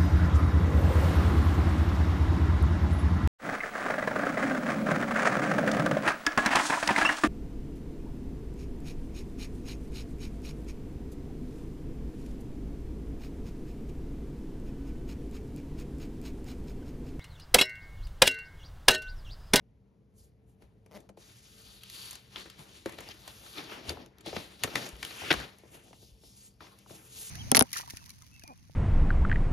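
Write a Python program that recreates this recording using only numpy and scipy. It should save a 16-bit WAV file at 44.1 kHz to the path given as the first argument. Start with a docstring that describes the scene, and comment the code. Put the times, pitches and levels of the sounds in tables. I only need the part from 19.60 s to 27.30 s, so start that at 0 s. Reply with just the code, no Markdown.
"""Vinyl disc into a paper sleeve.

A disc is turned in the hands, slid into its sleeve and laid on a stone floor; the quiet room hums.
Paper rubs on vinyl and skin: fibre clicks drive the sheet's modes, creases, rasp and hiss.
The sleeve buckles in snaps, ticks and pings. A thumb creaks on the rim; the disc wobbles and slaps
the fold. Two close microphone ports hear nearly the same sound, the treble turned in phase."""
import sys
import numpy as np
from scipy import signal
from scipy.fft import rfft, irfft, next_fast_len
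from scipy.io import wavfile

SR = 44100
rng = np.random.default_rng(int(sys.argv[2]) if len(sys.argv) > 2 else 0)


def master_out(mix):
    """Clip the mix to full scale and print it as 16-bit PCM to the path in sys.argv[1]."""
    frames = np.transpose(np.atleast_2d(mix))
    ceiling = np.clip(frames, -1, 1)
    pcm = np.round(ceiling * 32767).astype(np.int16)
    wavfile.write(sys.argv[1], SR, pcm)


N = 339570

# room noise spectrum: freq_hz, gain_db
ROOM_SPECTRUM = [(15, -43.5), (25, -23), (53, -1), (86, -6.5), (118, -3), (149, -11), (203, -9.5),
                 (225, -13.5), (349, -22), (440, -19), (500, -22.5), (1170, -46), (12000, -56.5),
                 (15600, -89), (22000, -120)]
# wavering room tones: pitch_hz, width_hz, rms_db
HUM_TONES = [(119.9, 13, -70.5), (195.7, 3.2, -70.5), (442, 1.6, -77)]
# faint steady background noise: flex_db, crease_db, rasp_db, hiss_db
NOISE_FLOOR_DB = (-80, -91, -101, -103)
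# left-right likeness: freq_hz, correlation
STEREO_LIKENESS = [(60, 0.94), (300, 0.86), (700, 0.41), (1500, 0.18), (3000, 0.36), (6000, 1), (12000, 1)]
# phase between ports: freq_hz, left_lead_rad
PORT_PHASE = [(0, 0), (690, .3), (1290, 0), (2840, .5), (4130, 0), (4910, .6), (6630, -.7), (7670, -3.0),
              (8870, -3.3), (9470, -4.1), (10400, -6.1), (12800, -6.5), (13900, -9.4), (16000, -9.4)]
# balance between ports: freq_hz, left_minus_right_db
PORT_BALANCE = [(60, 2.5), (110, 0), (200, 1.5), (380, 3.5), (700, 4.5), (1290, 2.5), (2380, 3.5),
                (4400, 4.5), (8120, 0), (15000, 0.5)]

# flexing modes of sleeve and disc: freq_hz, width_hz, gain_db
SHEET_MODES = [(75.5, 43, 4), (190, 155, 1.5), (325, 114, 4.5), (457.5, 73, 1.5), (544, 85, 0.5),
               (717, 360, -4), (908, 300, -25)]
# modes of the sleeve's fold: freq_hz, width_hz, gain_db
FOLD_MODES = [(315, 210, -2), (500, 280, -3), (1583, 320, -5.5), (2254, 150, -5), (2640, 390, -9),
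              (3560, 340, -5), (4690, 1060, -17.5), (10700, 3300, -32.5)]
# rim modes under the thumb: freq_hz, width_hz, gain_db
RIM_MODES = [(610, 124, 47), (1990, 210, 37.5), (2930, 310, 26)]
# paper creasing: freq_hz, gain_db
CREASE_SPECTRUM = [(500, -26), (800, -9.5), (1050, -1), (1350, 3), (1600, 2), (1900, 3.5), (2400, 1),
                   (3200, -11.5), (5000, -59)]
# paper rasp: freq_hz, gain_db
RASP_SPECTRUM = [(1500, -45.5), (2300, -8), (2800, 2), (3600, 4), (4600, 1.5), (5500, -3.5), (7000, -12.5),
                 (9500, -18)]
# fine paper hiss: freq_hz, gain_db
HISS_SPECTRUM = [(3500, -36.5), (5500, -12), (7000, -3.5), (8200, -0.5), (10500, -7), (12500, -12),
                 (14000, -8.5), (15500, -25.5)]

# shoved disc swinging: start_s, level_db, pitch_hz, t60_s
WOBBLES = [(1.038, -48, 61, 0.17), (2.994, -42.5, 143, 0.1), (3.269, -52, 58.7, 0.16),
           (4.283, -35.5, 80.5, 0.25), (4.73, -65, 108, 0.25), (5.151, -32.5, 143, 0.048),
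           (5.329, -38, 56.5, 0.19), (5.71, -30, 151, 0.12), (5.769, -35.5, 60.4, 0.23),
           (6.519, -44.5, 54, 0.2), (7.309, -53.5, 159, 0.19)]
# thumb slipping on the rim: time_s, slips_per_s, drive_db
THUMB_SLIPS = [(1.311, 160, -57), (1.334, 147, -57), (1.351, 200, -50), (1.369, 210, -50),
               (1.378, 140, -50)]
# steady slide of paper on vinyl and skin: time_s, rasp_db
SLIDE_LEVEL = [(1.57, -75), (1.63, -68), (1.86, -68), (2.1, -58), (2.215, -64), (2.29, -61.5), (2.355, -54),
               (2.45, -53), (2.56, -58), (2.6, -66.5), (2.685, -74.5), (2.74, -62), (3.05, -76.5),
               (3.15, -59.5), (3.24, -65.5), (3.65, -63), (3.8, -61), (3.87, -57.5), (4.24, -61),
               (4.42, -61), (4.535, -84), (4.64, -85), (4.86, -79), (5.02, -63), (5.35, -82), (5.47, -57.5),
               (5.56, -58), (5.64, -50.5), (5.69, -46.5), (5.76, -48), (5.81, -48), (5.88, -61),
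               (6.046, -78), (6.28, -74.5), (6.39, -73), (6.51, -74.5), (6.56, -91.5), (6.88, -69),
               (6.92, -86), (6.99, -95), (7.24, -89), (7.49, -72), (7.578, -55.5), (7.7, -54)]
# slide colour, relative to rasp: time_s, flex_db, crease_db, hiss_db
SLIDE_COLOUR = [(1.6, -0.5, -1.5, 7), (2.1, -14.5, -10, -3.5), (2.5, -10.5, -6, 2.5),
                (2.65, -5.5, -3.5, -3), (3.1, -3.5, -8, -3.5), (3.898, -5.5, -3.5, 1),
                (4.4, 11.5, -1.5, -25), (4.9, -4, -7, 4), (5.3, 8, -9, -23), (5.56, -4.5, 1, -5),
                (5.8, 2.5, -1, -13), (6.2, 2, 6, -8), (6.34, -4.5, -25, -1.5), (6.75, -14, -23, 9),
                (6.9, -18, -11, 9), (6.97, 6, -4, 5), (7.1, 10.5, 3, 22), (7.4, -8, 9, 6.5),
                (7.6, -14, -11.5, 9)]
# shoves and brushes: peak_s, rise_s, fall_s, rasp_db; relative to rasp: flex_db, crease_db, hiss_db
STROKES = [(0.585, 0.03, 0.087, -79.5, -4, -30, 14.5), (0.65, 0.083, 0.034, -83, -11, -18, 14.5),
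           (0.898, 0.034, 0.084, -86.5, 11, -7, 10), (1.02, 0.027, 0.12, -79.5, 18.5, 4, 2),
           (1.39, 0.14, 0.1, -74.5, 18, -1, -1), (2.785, 0.053, 0.24, -57, -1, 2.5, -7),
           (3.005, 0.032, 0.11, -60.5, 4.5, -2.5, 3), (3.261, 0.0067, 0.17, -58.5, 11.5, 5, -6),
           (3.395, 0.016, 0.18, -61.5, 1, 3.5, -4), (3.516, 0.031, 0.013, -47.5, -21, -12, -36),
           (3.69, 0.06, 0.082, -63.5, -2, 0, -7), (3.977, 0.024, 0.082, -48, 3, 5, -11),
           (4.124, 0.092, 0.12, -51.5, -2.5, 2.5, -13), (4.301, 0.06, 0.064, -50.5, 1.5, -4, -2.5),
           (4.605, 0.097, 0.059, -74.5, 8.5, 7, -38), (4.667, 0.02, 0.16, -44, 0, -9, -15),
           (4.758, 0.036, 0.2, -51.5, 3.5, 1.5, -4.5), (5.039, 0.021, 0.4, -53.5, 7.5, 3, -1.5),
           (5.164, 0.022, 0.12, -46, 2, 2.5, -4), (5.268, 0.088, 0.033, -51, -2.5, -1.5, -7),
           (5.437, 0.064, 0.45, -60, -4.5, -7, 2.5), (6.148, 0.077, 0.12, -67, 10.5, -3, 11.5),
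           (6.435, 0.12, 0.097, -71, -19, -23, 5), (6.645, 0.059, 0.14, -68, -4, -28, 0),
           (6.83, 0.34, 0.12, -79.5, -28, -3, 13), (7.01, 0.0094, 0.26, -60.5, 2, 0, -11),
           (7.308, 0.043, 0.17, -60, 3, -10, 5.5)]
# narrow hiss in the slide: peak_s, rise_s, fall_s, level_db, pitch_hz, width_hz
SINGING_BANDS = [(0.6, 0.04, 0.12, -72, 4600, 1500), (2.08, 0.36, 0.2, -63.5, 4530, 690),
                 (2.36, 0.08, 0.2, -59, 4500, 600), (2.44, 0.2, 0.18, -53, 4500, 450),
                 (5.56, 0.1, 0.2, -57, 1510, 250), (5.66, 0.03, 0.03, -47, 1450, 200),
                 (5.81, 0.03, 0.03, -45, 1550, 250), (6.45, 0.05, 0.1, -66, 4900, 800),
                 (6.65, 0.08, 0.3, -64, 5250, 700), (6.82, 0.3, 0.2, -67.5, 4700, 607),
                 (7.01, 0.005, 0.1, -55.5, 950, 300), (7.14, 0.08, 0.04, -62, 1100, 250)]
# fibres or folds breaking: start_s, level_db
TICKS = [(2.2343, -32), (2.2385, -36), (2.2997, -28), (2.5092, -32), (2.9003, -44), (3.2924, -38),
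         (3.3852, -38), (3.4047, -37), (3.4895, -36), (3.6775, -36), (4.4613, -41), (4.584, -42),
         (4.6084, -44), (4.994, -43), (5.3532, -42), (5.3654, -43), (5.4495, -24), (5.9858, -46),
         (7.1876, -45)]
# creases letting go: start_s, level_db, pitch_hz
PINGS = [(2.236, -39.5, 3250), (2.3, -43, 3500), (2.7599, -28, 3370), (2.7668, -36, 3230),
         (3.488, -36, 4870), (3.9825, -27, 3630), (4.2933, -19.5, 4550), (4.2935, -29, 6830),
         (4.7641, -46, 2210), (5.0365, -22, 2930), (5.157, -17.5, 2000), (5.4277, -31, 3000),
         (5.4505, -29, 3020)]
# disc edge hitting the fold: start_s, length_s, level_db
FOLD_SLAP = (5.7038, 0.0125, -18.5)
# sheet buckling or tapped, levels before trims: start_s, crack_db, thud_db, tick_db, patch_hz
SNAPS = [(1.0214, -50, -55.5, -67, 247), (1.261, -55, -53, -63, 250), (1.404, -52, -65, -59, 415),
         (1.4904, -46, -54, -59.5, 420), (1.497, -69, -44.5, -64, 333), (1.5732, -56, -45.5, -67, 378),
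         (2.2352, -35, -93, -61, 452), (2.2984, -29, -100, -55, 436), (2.509, -57, -71, -39.5, 452),
         (2.53, -39, -53, -46, 590), (2.554, -32, -70, -44, 670), (2.758, -33, -47, -82, 474),
         (2.7644, -31, -49, -81, 765), (2.8579, -42, -45, -59, 253), (2.899, -29.5, -80, -51, 326),
         (2.992, -35.5, -69, -57, 352), (3.2589, -27.5, -26, -47, 287), (3.2934, -34, -48, -49.5, 440),
         (3.3218, -42.5, -61, -48.5, 659), (3.3862, -30, -40, -53, 395), (3.405, -36, -43, -44, 312),
         (3.4882, -47, -45, -68.5, 480), (3.6771, -35, -45.5, -44.5, 396), (3.967, -51, -50, -62, 297),
         (4.1193, -32, -42, -65, 334), (4.2938, -21, -47, -39.5, 303), (4.302, -31, -33.5, -63, 346),
         (4.317, -41, -41, -65, 248), (4.3707, -46, -42, -73, 625), (4.4598, -40, -79, -68, 432),
         (4.584, -47, -69, -64, 756), (4.6082, -40, -80, -55, 301), (4.661, -47, -37.5, -46, 420),
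         (4.729, -37, -31.5, -72, 345), (4.737, -50, -38, -72, 350), (4.7642, -19, -30, -80, 350),
         (4.996, -41, -70, -75, 400), (5.0356, -7.5, -34.5, -24, 530), (5.043, -27, -29.5, -49.5, 330),
         (5.075, -27, -38.5, -54, 350), (5.135, -47.5, -43, -60.5, 460), (5.1547, -9.5, -32, -34, 430),
         (5.289, -45, -70, -43, 400), (5.354, -37, -64, -69, 400), (5.3657, -54, -51, -58, 227),
         (5.4275, -16, -41, -39.5, 1176), (5.449, -22, -86, -41, 436), (5.5074, -28, -49, -58, 440),
         (5.618, -47.5, -37.5, -62.5, 500), (5.635, -48, -39.5, -62, 510), (5.727, -14, -37, -34, 555),
         (5.7382, -17.5, -29.5, -39, 383), (5.7993, -37.5, -44, -46, 382), (5.985, -62, -73, -57, 436),
         (6.0353, -58.5, -46, -72.5, 287), (6.055, -72, -50, -78, 275), (6.282, -52, -63, -70, 400),
         (6.309, -63, -49.5, -78, 293), (6.3297, -42, -49.5, -81, 540), (6.428, -78, -52, -67, 254),
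         (6.635, -57, -53.5, -77, 296), (7.0058, -41, -44.5, -76, 776), (7.026, -60, -68, -74, 900),
         (7.068, -43, -54.5, -70, 950), (7.1875, -64, -78, -56, 307), (7.261, -67, -51, -70, 680),
         (7.297, -57, -53, -65, 806), (7.3073, -48, -43, -63, 278)]

SNAP_T60_S = (0.073, 0.03, 0.017, 0.022)   # thud, knock, crack, tick
SNAP_RISE_S = (0.00019, 0.0013, 0.0017, 0.00024)
HIT_UNSHARED = 0.3   # hits come from one spot: share of left-right unlikeness kept


def from_db(db):
    """Decibels to gain."""
    return 10 ** (np.asarray(db) / 20)


def rms_one(x):
    """Scale to rms 1."""
    return x / np.sqrt(np.mean(x ** 2) + 1e-20)


def at_hz(points, hz):
    """Table lookup on a log-frequency axis."""
    table = np.array(points, float)
    return np.interp(np.log(hz + 1), np.log(table[:, 0] + 1), table[:, 1])


def shaped(x, response):
    """Filter by a response given as a function of Hz."""
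    size = next_fast_len(N + 4096)
    hz = np.arange(size // 2 + 1) * SR / size
    return irfft(rfft(x, size) * response(hz), size)[..., :N]


def coloured(x, spectrum):
    """Filter by a spectrum table."""
    return shaped(x, lambda hz: from_db(at_hz(spectrum, hz)))


def butter(x, order, cutoff_hz, kind="low"):
    """Butterworth filter."""
    return signal.sosfilt(signal.butter(order, cutoff_hz, kind, fs=SR, output="sos"), x)


def drift(rate_hz):
    """Smooth random wander, rms 1."""
    pole = np.exp(-2 * np.pi * rate_hz / SR)
    return rms_one(signal.lfilter([1], [1, -2 * pole, pole * pole], rng.standard_normal(N + SR))[SR:])


def resonance(x, hz, width_hz):
    """Two-pole band-pass, peak gain 1."""
    r = np.exp(-np.pi * width_hz / SR)
    gain = (1 - r * r) / 2
    trickle = 1e-15 * (np.arange(x.shape[-1]) % 7)   # avoids denormals
    return signal.lfilter([gain, 0, -gain], [1, -2 * r * np.cos(2 * np.pi * hz / SR), r * r], x + trickle)


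def ring(x, modes):
    """Parallel modes of alternating sign."""
    return sum((-1) ** k * from_db(db) * resonance(x, hz, width_hz)
               for k, (hz, width_hz, db) in enumerate(modes))


def spread(pair, unshared=1):
    """Two independent signals to stereo with frequency-dependent likeness."""
    def alike(hz):
        return 1 - unshared * (1 - at_hz(STEREO_LIKENESS, hz))
    mid = shaped(pair[0], lambda hz: np.sqrt((1 + alike(hz)) / 2))
    side = shaped(pair[1], lambda hz: np.sqrt((1 - alike(hz)) / 2))
    return np.array([mid + side, mid - side])


def add_at(track, start_s, event):
    """Mix an event into a mono track."""
    i = round(start_s * SR)
    track[i:i + len(event)] += event[:N - i]


def burst(t, level_db, t60_s, rise_s):
    """Envelope: quick rise, exponential decay."""
    return from_db(level_db - 60 * t / t60_s) * (1 - np.exp(-t / rise_s))


def stroke(peak_s, rise_s, fall_s):
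    """Span and envelope of one movement: up 20 dB per rise_s, down 20 dB per fall_s."""
    span = slice(max(round((peak_s - 3 * rise_s) * SR), 0), min(round((peak_s + 3 * fall_s) * SR), N))
    t = np.arange(span.start, span.stop) / SR - peak_s
    return span, from_db(20 * np.minimum(t / rise_s, -t / fall_s))


def room_tone(noise_db=-62.5):
    """Dull steady noise and wavering tones."""
    noise = coloured(rng.standard_normal((2, N)), ROOM_SPECTRUM)
    hum = sum(from_db(db) * rms_one(resonance(rng.standard_normal(N), hz, width_hz))
              for hz, width_hz, db in HUM_TONES)
    return spread(from_db(noise_db + drift(2.3)) * rms_one(noise)) + hum


def room_reverb(x, t60_s=0.08, gain_db=-15, wall_cutoff_hz=4500):
    """Diffuse tail: decaying noise, independent per channel."""
    t = np.arange(int(.6 * SR)) / SR
    tail = rng.standard_normal((2, len(t))) * from_db(-60 * t / t60_s) * (t > .006)
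    tail = butter(tail, 1, wall_cutoff_hz)
    tail /= np.sqrt(np.sum(tail ** 2, axis=1, keepdims=True))
    return from_db(gain_db) * signal.fftconvolve(x.mean(0)[None], tail, axes=1)[:, :N]


def disc_wobbles():
    """Low damped swings of the whole disc."""
    out, t = np.zeros(N), np.arange(SR // 2) / SR
    for start_s, db, hz, t60_s in WOBBLES:
        add_at(out, start_s, burst(t, db, t60_s, rise_s=0.00065) * np.sin(2 * np.pi * hz * t))
    return out


def sheet_flex(x, top_hz=1130):
    """Low modes of sleeve and disc."""
    return butter(ring(x, SHEET_MODES), 4, top_hz)


def thumb_creak():
    """Skin sticks and slips on vinyl: uneven clicks into the disc, each trailing a dull scrape."""
    time_s, slips_per_s, drive_db = np.transpose(THUMB_SLIPS)
    t = np.arange(N) / SR
    rate_hz = np.interp(t, time_s, slips_per_s) * (1 + 0.03 * drift(67)) * (t > time_s[0])
    cycles = np.cumsum(rate_hz) / SR + .8   # early first slip
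    drive = from_db(np.interp(t, time_s, drive_db)) * (t < time_s[-1])
    slips = np.diff(np.floor(cycles), prepend=0) * drive
    scrape = signal.lfilter([1], [1, -.988], slips) * rng.standard_normal(N)
    dull_scrape = signal.lfilter([.45], [1, -.55], scrape)
    soft_slips = signal.lfilter([.12], [1, -.88], slips)   # skin is a soft contact
    rim = sum(from_db(db) * resonance(soft_slips, hz, width_hz) for hz, width_hz, db in RIM_MODES)
    return from_db(39) * sheet_flex(soft_slips) + rim + from_db(6.5) * dull_scrape


def fibre_clicks(per_s, uneven_db):
    """Fibres catch and let go: two random click trains, rms 1."""
    sizes = from_db(uneven_db * np.minimum(rng.exponential(1, (2, N)), 4))
    signs = rng.choice([-1, 1], (2, N))
    return rms_one(sizes * signs * (rng.random((2, N)) < per_s / SR))


def paper(envelopes, per_s, uneven_db):
    """Fibre clicks excite flex, crease, rasp and hiss, one envelope each."""
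    clicks = fibre_clicks(per_s, uneven_db)
    out = sheet_flex(clicks * envelopes[0]) / np.std(sheet_flex(clicks[0]))
    for spectrum, envelope in zip([CREASE_SPECTRUM, RASP_SPECTRUM, HISS_SPECTRUM], envelopes[1:]):
        out += coloured(clicks * envelope, spectrum) / np.std(coloured(clicks[0], spectrum))
    return out


def contact_envelopes():
    """Flex, crease, rasp and hiss envelopes: slide and strokes over faint steady background noise."""
    t = np.arange(N) / SR
    time_s, flex_db, crease_db, hiss_db = np.transpose(SLIDE_COLOUR)
    colours_db = [flex_db, crease_db, np.zeros_like(time_s), hiss_db]
    slide_db = np.interp(t, *np.transpose(SLIDE_LEVEL), left=-120)
    envelopes = np.array([from_db(slide_db + np.interp(t, time_s, colour_db)) + from_db(floor_db)
                          for colour_db, floor_db in zip(colours_db, NOISE_FLOOR_DB)])
    for peak_s, rise_s, fall_s, rasp_db, flex_db, crease_db, hiss_db in STROKES:
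        span, shape = stroke(peak_s, rise_s, fall_s)
        envelopes[:, span] += shape * from_db(rasp_db + np.array([[flex_db], [crease_db], [0], [hiss_db]]))
    return envelopes


def wandering_contact(x, depth_db=1.8, rate_hz=6):
    """Contact wanders over the sheet: half-octave bands swell and sink independently."""
    def band(centre_hz):
        return shaped(x, lambda hz: np.cos(np.pi * np.clip(np.log2((hz + 1) / centre_hz), -.5, .5)) ** 2)
    return sum(band(hz) * from_db(depth_db * drift(rate_hz)) for hz in 125 * 2 ** np.arange(0, 7.6, .5))


def paper_rubbing():
    """Dense fibre clicks under wavering pressure, plus sparse crackle of the bending sheet."""
    pressure_db = drift(13)
    envelopes = [envelope * from_db(pressure_db + drift(23)) for envelope in contact_envelopes()]
    crackle = from_db(-14) * paper(envelopes, per_s=300, uneven_db=3)
    friction = paper(envelopes, per_s=9000, uneven_db=2)
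    return spread(wandering_contact(friction + crackle))


def paper_singing():
    """Friction noise picked out by one resonance between the sheets."""
    clicks, out = fibre_clicks(per_s=19000, uneven_db=11), np.zeros((2, N))
    for peak_s, rise_s, fall_s, db, hz, width_hz in SINGING_BANDS:
        span, shape = stroke(peak_s, rise_s, fall_s)
        band = resonance(resonance(clicks[:, span], hz, width_hz), hz, width_hz)
        out[:, span] += from_db(db) * shape * rms_one(band)
    return spread(out)


def fibre_ticks(t60_s=0.01, band_hz=(2400, 14000)):
    """Single fibres or folds break: dry, bright spits of noise."""
    out = 1e-15 * rng.standard_normal(N)   # avoids denormals
    t = np.arange(SR // 50) / SR
    for start_s, db in TICKS:
        add_at(out, start_s, from_db(db - 60 * t / t60_s) * rng.uniform(-0.64, 1, len(t)))
    return butter(out, 2, band_hz, "band")


def crease_pings(t60_s=0.012, roughness=0.4):
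    """A crease lets go and its taut edge rings, high and rough."""
    out, t = np.zeros(N), np.arange(SR // 10) / SR
    for start_s, db, hz in PINGS:
        add_at(out, start_s, from_db(db - 60 * t / t60_s) * np.sin(2 * np.pi * hz * t))
    return out * (1 + roughness * drift(1150))


def fold_slap(rise_s=0.0006, release_db_per_s=3000):
    """The disc's edge hits the fold: a short run of hard contacts into its modes."""
    start_s, length_s, level_db = FOLD_SLAP
    t = np.arange(N) / SR - start_s
    gate = np.clip(t / rise_s, 0, 1) * from_db(-release_db_per_s * np.maximum(t - length_s, 0))
    clicks = fibre_clicks(per_s=9000, uneven_db=2)
    fold = ring(clicks * gate, FOLD_MODES) / np.std(ring(clicks[0], FOLD_MODES))
    return spread(from_db(level_db) * fold, HIT_UNSHARED)


def sleeve_snaps(pitch_excess=1.5, sag_s=0.0025, crack_share=0.73):
    """A patch buckles: a burst of fibre clicks and a pop whose pitch sags as the patch slackens."""
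    envelopes, pops, t = np.zeros((4, N)), np.zeros(N), np.arange(SR // 3) / SR
    sagging_t = t + pitch_excess * sag_s * (1 - np.exp(-t / sag_s))
    for start_s, crack_db, thud_db, tick_db, patch_hz in SNAPS:
        knock_db = crack_share * crack_db + (1 - crack_share) * thud_db
        trimmed_db = [thud_db - 7.5, knock_db - 7, crack_db - 8, tick_db + 4]
        for envelope, db, t60_s, rise_s in zip(envelopes, trimmed_db, SNAP_T60_S, SNAP_RISE_S):
            add_at(envelope, start_s, burst(t, db, t60_s, rise_s))
        patch_tone = np.sin(2 * np.pi * patch_hz * sagging_t)
        add_at(pops, start_s, burst(t, thud_db + 7, t60_s=0.023, rise_s=0.0013) * patch_tone)
    return spread(paper(envelopes, per_s=9000, uneven_db=3.5), HIT_UNSHARED) + pops


def scene():
    """Hands, paper and disc up close, the room behind."""
    hits = sleeve_snaps() + fibre_ticks() + crease_pings() + fold_slap() + thumb_creak()
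    return hits + room_reverb(hits) + disc_wobbles() + paper_rubbing() + paper_singing() + room_tone()


def record(dry):
    """Two ports, each with its own level and phase by frequency; deep bass and top cut."""
    low_cut_hz, high_cut_hz = 36, 16300
    half = np.array([[.5], [-.5]])

    def port_response(hz):
        return from_db(half * at_hz(PORT_BALANCE, hz)) * np.exp(1j * half * at_hz(PORT_PHASE, hz))
    ports = butter(shaped(dry, port_response), 2, low_cut_hz, "high")
    return signal.sosfilt(signal.cheby2(20, 60, high_cut_hz, fs=SR, output="sos"), ports)


dry = scene()
out = record(dry)
master_out(out)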